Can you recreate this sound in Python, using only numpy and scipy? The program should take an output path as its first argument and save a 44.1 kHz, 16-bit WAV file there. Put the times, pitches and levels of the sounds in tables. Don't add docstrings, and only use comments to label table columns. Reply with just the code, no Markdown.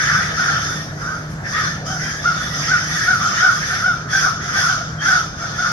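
import sys
import numpy as np
from scipy import signal
from scipy.io import wavfile

SR = 44100
rng = np.random.default_rng(int(sys.argv[2]) if len(sys.argv) > 2 else 0)


def generate_wav(sig):
    pcm = np.round(np.clip(np.atleast_2d(sig).T, -1, 1) * 32767).astype(np.int16)
    wavfile.write(sys.argv[1], SR, pcm)


N = 252230

STRAND_DB = -1.5
NOISE_LAG_SAMPLES, CALL_LAG_SAMPLES = 9, 4
WHITE = rng.standard_normal((3, N))


def amp(db):
    return 10 ** (np.asarray(db) / 20)


def rms_one(x):
    return x / np.sqrt(np.mean(x ** 2) + 1e-20)


def in_time(rows):
    s, *columns = np.transpose(rows)
    return [np.interp(np.arange(N) / SR, s, column) for column in columns]


def at_hz(points, hz):
    table_hz, values = np.array(points).T
    return np.interp(np.log(hz), np.log(table_hz), values)


def drift(rate_hz):
    r = np.exp(-64 * np.pi * rate_hz / SR)
    noise = rng.standard_normal(N // 32 + 2002)
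    slow = signal.lfilter([1], [1, -2 * r, r * r], noise)[2000:]
    return np.interp(np.arange(N) / 32, np.arange(len(slow)), rms_one(slow - slow.mean()))


def stereo_noise(hz):
    # f/Hz, share
    likeness = [(40, 0.97), (150, 1), (350, 0.85), (700, 0.786), (1400, 0.453), (2800, 0.35), (6000, 0.2),
                (12000, 0.07)]
    # f/Hz, left minus right/dB
    balance = [(60, 0), (180, -0.5), (550, 0), (1650, 0.5), (4970, -1), (15000, -0.5)]
    share = np.clip(at_hz(likeness, hz), 0, 1)
    tilt_db = at_hz(balance, hz) / 2
    common, left, right = np.roll(WHITE, rng.integers(N), axis=1)
    shared = np.array([common, np.roll(common, NOISE_LAG_SAMPLES)])
    both = np.sqrt(share) * shared + np.sqrt(1 - share) * np.array([left, right])
    return both * amp([[tilt_db], [-tilt_db]])


def yard(x, echo_db):
    t60_s, first_echo_s = .28, .006
    t = np.arange(SR // 2) / SR
    tail = rng.standard_normal((2, len(t))) * amp(-60 * t / t60_s) * (t > first_echo_s)
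    tail = tail / np.sqrt(np.sum(tail ** 2) / 2)
    echoes = signal.fftconvolve(x[None], tail, axes=1)[:, :N]
    return np.array([x, np.roll(x, CALL_LAG_SAMPLES)]) + amp(echo_db) * echoes


def rumble():
    # f/Hz, density/dB per Hz
    spectrum = [(15, -48), (25, -14.5), (150, 2.5), (264, -13.5), (462, -15), (729, -11.5), (1000, -22.5),
                (1460, -10.5), (2430, -37), (4000, -36), (6040, -27), (7280, -65.5), (7890, -64.5),
                (8780, -60.5), (11200, -44.5), (15000, -65)]
    # t/s, level/dB
    level = [(0.0, -29), (2.5, -29), (4.0, -30.5), (5.72, -30.5)]
    out, edges_hz = 0, 28 * 2 ** (np.arange(24) / 2.5)
    for low_hz, high_hz in zip(edges_hz, edges_hz[1:]):
        hz = np.sqrt(low_hz * high_hz)
        band_pass = signal.butter(2, [low_hz, high_hz], "band", fs=SR, output="sos")
        band = signal.sosfilt(band_pass, stereo_noise(hz))
        out = out + amp(at_hz(spectrum, hz) + 1.68 * drift(7.8)) * band
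    return amp(in_time(level)[0]) * rms_one(out)


def hum():
    centre_hz, waver_hz, octave_db = 154.06, 2.72, -14.5
    # t/s, level/dB
    level = [(0.0, -35.5), (1.2, -32.5), (2.7, -31.5), (3.3, -42.5), (4.5, -34.5), (5.72, -35.5)]
    phase = 2 * np.pi * np.cumsum(centre_hz + waver_hz * drift(4.29)) / SR
    gain = np.sqrt(2) * amp(in_time(level)[0] + 2.04 * drift(3.15))
    return gain * (np.sin(phase) + amp(octave_db) * np.sin(2 * phase))


def swell(age, rise, fall):
    rise_curve, fall_curve = 1.47, 2.407
    up = np.sin(np.pi / 2 * np.clip(age / rise, 0, 1)) ** rise_curve
    return up * amp(-20 * (np.maximum(age - rise, 0) / fall) ** fall_curve)


def caw_shapes():
    # start t/s, rise/s and fall to 20 dB down/s before stretch,
    # gains of hiss/dB, low throat/dB, high throat/dB, top hiss/dB, middle hiss/dB
    caws = [(-.103, .139, .36, -26.5, -22.5, -22, -44, -34),
            (.329, .071, .363, -27.5, -22, -28.5, -46.5, -35),
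            (.583, .078, .254, -32, -32.5, -33.5, -46.5, -43),
            (.945, .089, .266, -38.5, -30.5, -41.5, -54.5, -48),
            (1.288, .025, .04, -47, -60, -60, -52.5, -54), (1.424, .108, .024, -30.5, -31, -29, -49, -42),
            (1.502, .097, .177, -29, -29, -26, -46.5, -37), (1.845, .03, .2, -30, -30, -40.5, -48.5, -44),
            (1.97, .075, .225, -31, -34, -29.5, -48.5, -43), (2.2, .05, .36, -31.5, -29, -35.5, -51, -38),
            (2.33, .104, .3, -35, -36, -35, -47, -44), (2.511, .064, .12, -26.5, -29, -34.5, -47, -37),
            (2.581, .109, .28, -27.5, -28, -27, -47, -36), (2.8, .128, .15, -29.5, -29, -39.5, -44, -40),
            (2.87, .15, .19, -28.5, -49, -25, -43, -38), (3.03, .079, .5, -31.5, -27.5, -33, -49, -40),
            (3.196, .026, .25, -28.5, -21.5, -52.5, -49.5, -37),
            (3.29, .148, .093, -26, -21.5, -24.5, -45.5, -34), (3.474, .04, .19, -30, -26, -35, -44.5, -39),
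            (3.59, .094, .253, -28.5, -27, -29.5, -44, -37), (3.766, .119, .18, -36, -29.5, -54, -60, -44),
            (4.072, .11, .16, -23.5, -21.5, -28, -41, -33),
            (4.378, .103, .124, -32, -25.5, -34, -51.5, -40),
            (4.496, .113, .122, -23.5, -21, -26, -39.5, -32), (4.63, .08, .12, -28, -24.5, -48, -47.5, -36),
            (4.985, .11, .165, -24, -22.5, -30.5, -42.5, -33.5),
            (5.348, .085, .17, -33, -31.5, -39, -54.5, -42), (5.506, .124, .3, -29.5, -24, -35, -49, -38)]
    rise_stretch = [1, 1.459, 0.55, 1.07, .95]
    fall_stretch = [1, 0.715, 1.22, 1.174, 1.3]
    hang_db = [-3.5, -3, -4.5, -14.5, -2.5]
    hang_t60_s = 0.764
    t, power = np.arange(N) / SR, np.full((5, N), 1e-12)
    for start_s, rise_s, fall_s, *levels_db in caws:
        on = slice(max(int(start_s * SR), 0), int((start_s + 1) * SR))
        shape = swell(t[on] - start_s, rise_s * np.c_[rise_stretch], fall_s * np.c_[fall_stretch])
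        power[:, on] += (amp(np.c_[levels_db]) * shape) ** 2
    r = amp(-120 / (hang_t60_s * SR))
    lingering = signal.lfilter([1 - r], [1, -r], power, zi=power[:, :1])[0]
    return np.sqrt(power + amp(np.c_[hang_db]) ** 2 * lingering)


def throat(modes, patchy_db, flutter_db):
    out, flutter = 0, amp(flutter_db * drift(78))
    for hz, width_hz, level_db in modes:
        r = np.exp(-np.pi * width_hz / SR)
        b = [1, 0.0227, -0.9743]
        a = [1, -2 * r * np.cos(2 * np.pi * hz / SR), r * r]
        once = signal.lfilter(b, a, flutter * stereo_noise(hz))
        band = signal.lfilter(b, a, once)
        out = out + amp(level_db + patchy_db * drift(13.56)) * rms_one(band)
    return rms_one(out)


def strands(centres_hz):
    out = 0
    for hz in centres_hz:
        pitch_hz = hz * (1 + .035 * drift(9) + .014 * drift(60))
        phase = 2 * np.pi * np.cumsum(pitch_hz) / SR
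        out = out + amp(4 * drift(8) + 2.5 * drift(50)) * np.sin(phase)
    return rms_one(yard(out, echo_db=-1))


def nasal():
    bands = [(-.05, .08, .3, -37, 3550, 3380), (.38, .06, .25, -39, 3450, 3500),
             (.62, .05, .18, -37, 3580, 3480), (1.5, .08, .18, -37, 3500, 3500),
             (1.85, .025, .12, -37, 3100, 3160), (1.855, .02, .08, -36, 4900, 5650),
             (2.0, .07, .16, -42, 3150, 3250), (1.04, .04, .16, -44, 4750, 4800),
             (2.17, .06, .15, -45, 3450, 3650), (2.36, .04, .2, -35, 3500, 3440),
             (2.56, .04, .15, -36, 3450, 3480), (2.9, .03, .2, -31.5, 3500, 3470),
             (3.2, .03, .15, -41, 3150, 3150), (3.38, .04, .1, -38, 3380, 3500),
             (3.52, .05, .12, -40, 3250, 3350), (3.64, .08, .33, -41, 3350, 3650),
             (4.085, .05, .16, -31, 3300, 3430), (4.4, .04, .1, -44, 3330, 3400),
             (4.53, .045, .22, -31.5, 3380, 3430), (4.975, .04, .24, -34, 3150, 3520),
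             (5.37, .04, .1, -45, 3380, 3420), (5.56, .05, .25, -39, 3500, 3620)]
    half_width_hz = 70
    low_pass = signal.butter(2, half_width_hz, fs=SR, output="sos")
    t, out = np.arange(N) / SR, np.zeros((2, N))
    p, q = (rms_one(signal.sosfilt(low_pass, stereo_noise(bands[0][-1]))) for part in range(2))
    for start_s, rise_s, fall_s, level_db, from_hz, to_hz in bands:
        on = slice(max(int(start_s * SR), 0), int((start_s + 1) * SR))
        age = t[on] - start_s
        centre_hz = np.interp(age, [0, rise_s + fall_s], [from_hz, to_hz])
        phase = 2 * np.pi * np.cumsum(centre_hz) / SR
        band = p[:, on] * np.cos(phase) + q[:, on] * np.sin(phase)
        out[:, on] += amp(level_db) * swell(age, rise_s, fall_s) * band
    return amp(1.5 * drift(15.7)) * out


def rasp():
    # f/Hz, width/Hz, relative level/dB
    low_modes = [(730, 220, -18.5), (1130, 200, -15), (1290, 200, -4), (1440, 260, 0.5)]
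    # f/Hz, width/Hz, relative level/dB
    high_modes = [(1749, 277, 7), (2000, 760, -1), (2199, 223, -7.5)]
    # f/Hz, width/Hz, relative level/dB
    hiss_modes = [(4815, 140, -7.5), (5239, 625, 1.5), (5808, 348, -0.5), (6188, 485, 0),
                  (7040, 435, -14.5)]
    # f/Hz, width/Hz, relative level/dB
    mid_modes = [(2350, 400, -5.5), (2750, 400, -8.5), (3100, 450, -2), (3550, 400, 0.5), (4350, 630, -1.5)]
    # f/Hz, width/Hz, relative level/dB
    top_modes = [(9000, 1110, -8), (10550, 3080, -3), (12900, 2500, -16), (14300, 1400, -43)]
    hiss_gain, low_gain, high_gain, top_gain, mid_gain = caw_shapes()
    low = throat(low_modes, patchy_db=4.0, flutter_db=-0.5)
    low = low + amp(STRAND_DB) * strands([1275, 1345, 1421.8, 1497.3])
    high = throat(high_modes, patchy_db=3.0, flutter_db=0.0)
    high = high + amp(STRAND_DB) * strands([1680, 1790, 1900])
    hiss = throat(hiss_modes, patchy_db=1.5, flutter_db=0.27)
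    hiss = hiss + amp(STRAND_DB - 4.5) * strands([4850, 5144, 5533, 5890, 6288, 6561])
    mid = throat(mid_modes, patchy_db=2.5, flutter_db=0.3)
    mid = mid + amp(STRAND_DB - 3) * strands([2300, 3150, 3450, 3650, 4300])
    top = throat(top_modes, patchy_db=0.5, flutter_db=1.0)
    noise = low_gain * low + high_gain * high + hiss_gain * hiss + top_gain * top + mid_gain * mid
    return noise + nasal()


def voices():
    # top t/s, rise/s, fall/s, top pitch f/Hz, second harmonic level before roughness/dB,
    # roughness 0-1, fundamental at the top re second harmonic/dB
    calls = [(.09, .06, .05, 880, -25, .4, -24), (.16, .05, .1, 750, -22, .4, -22),
             (.4, .04, .06, 720, -23, .4, -16), (.46, .04, .08, 735, -23, .45, -18),
             (.53, .04, .05, 910, -29, .35, -24), (.7, .05, .07, 665, -32, .35, -20),
             (1.1, .092, .11, 755, -27.5, .4, -20), (1.57, .061, .097, 940, -26, .35, -24),
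             (1.59, .0738, .0803, 643, -23, .42, -22), (1.878, .026, .0458, 661, -29, .05, -14),
             (1.92, .08, .1, 765, -31, .3, -3), (2.03, .05, .09, 775, -30, .3, -12),
             (2.28, .045, .06, 708, -14, .27, -26), (2.722, .045, .075, 755, -13, .2, -24),
             (2.94, .05, .05, 740, -34, .4, -3), (3.105, .055, .075, 750, -11.5, .24, -18),
             (3.28, .06, .06, 715, -27, .5, -18), (3.45, .059, .075, 752, -11, .27, -18),
             (3.73, .047, .06, 730.2, -23, .5, -13), (3.875, .06, .075, 745, -14.5, .24, -17),
             (4.13, .03, .04, 850, -25, .5, -18), (4.155, .045, .055, 789.8, -18, .4, -16),
             (4.262, .045, .045, 760, -16, .3, -17), (4.34, .04, .07, 680, -27, .4, -14),
             (4.46, .055, .0636, 722.2, -33, .2, -6), (4.575, .045, .065, 790, -19, .3, -15),
             (4.7, .045, .07, 753, -18, .3, -17), (4.81, .05, .0476, 696, -33, .5, -3),
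             (5.04, .0443, .05, 870, -25, .5, -16), (5.09, .04, .05, 770, -15, .3, -17),
             (5.14, .04, .1, 735, -16, .4, -17), (5.44, .072, .06, 698, -31, .4, -6),
             (5.61, .041, .07, 741, -20, .25, -14), (5.68, .04, .09, 715, -22, .45, -18)]
    harmonics_db = [0, -24, -32, -30]
    arch_drop, arch_curve = .25, 1.8
    first_fade_db = 9
    throb_hz = 50
    out, t = np.zeros(N), np.arange(N) / SR
    wobble, breakup = drift(70), drift(70)
    throb = np.cos(2 * np.pi * np.cumsum(throb_hz * (1 + .3 * drift(12))) / SR)
    for top_s, rise_s, fall_s, pitch_hz, level_db, rough, first_db in calls:
        on = (t > top_s - rise_s) & (t < top_s + fall_s)
        away = np.where(t[on] < top_s, (top_s - t[on]) / rise_s, (t[on] - top_s) / fall_s)
        drop = arch_drop * (1 - .7 * rough) * away ** arch_curve
        phase = 2 * np.pi * np.cumsum(pitch_hz * (1 - drop + .05 * rough * wobble[on])) / SR
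        levels_db = [first_db - first_fade_db * away, *harmonics_db]
        tone = sum(amp(db) * np.sin(k * phase) for k, db in enumerate(levels_db, 1))
        hoarse = (1 + np.clip(.2 + rough, 0, 1) * throb[on]) * amp(5 * rough * breakup[on])
        arch = np.cos(np.pi / 2 * away) ** 1.3
        out[on] += np.sqrt(2) * amp(level_db) * hoarse * arch * tone
    return out


def scene():
    return yard(voices(), echo_db=-8) + rasp() + rumble() + hum()


def record(dry):
    cutoff_hz = 15600
    rounded = 1.3 * np.tanh(dry / 1.3)
    low_pass = signal.ellip(12, .5, 70, cutoff_hz, fs=SR, output="sos")
    return signal.sosfilt(low_pass, rounded)


dry = scene()
out = record(dry)
generate_wav(out)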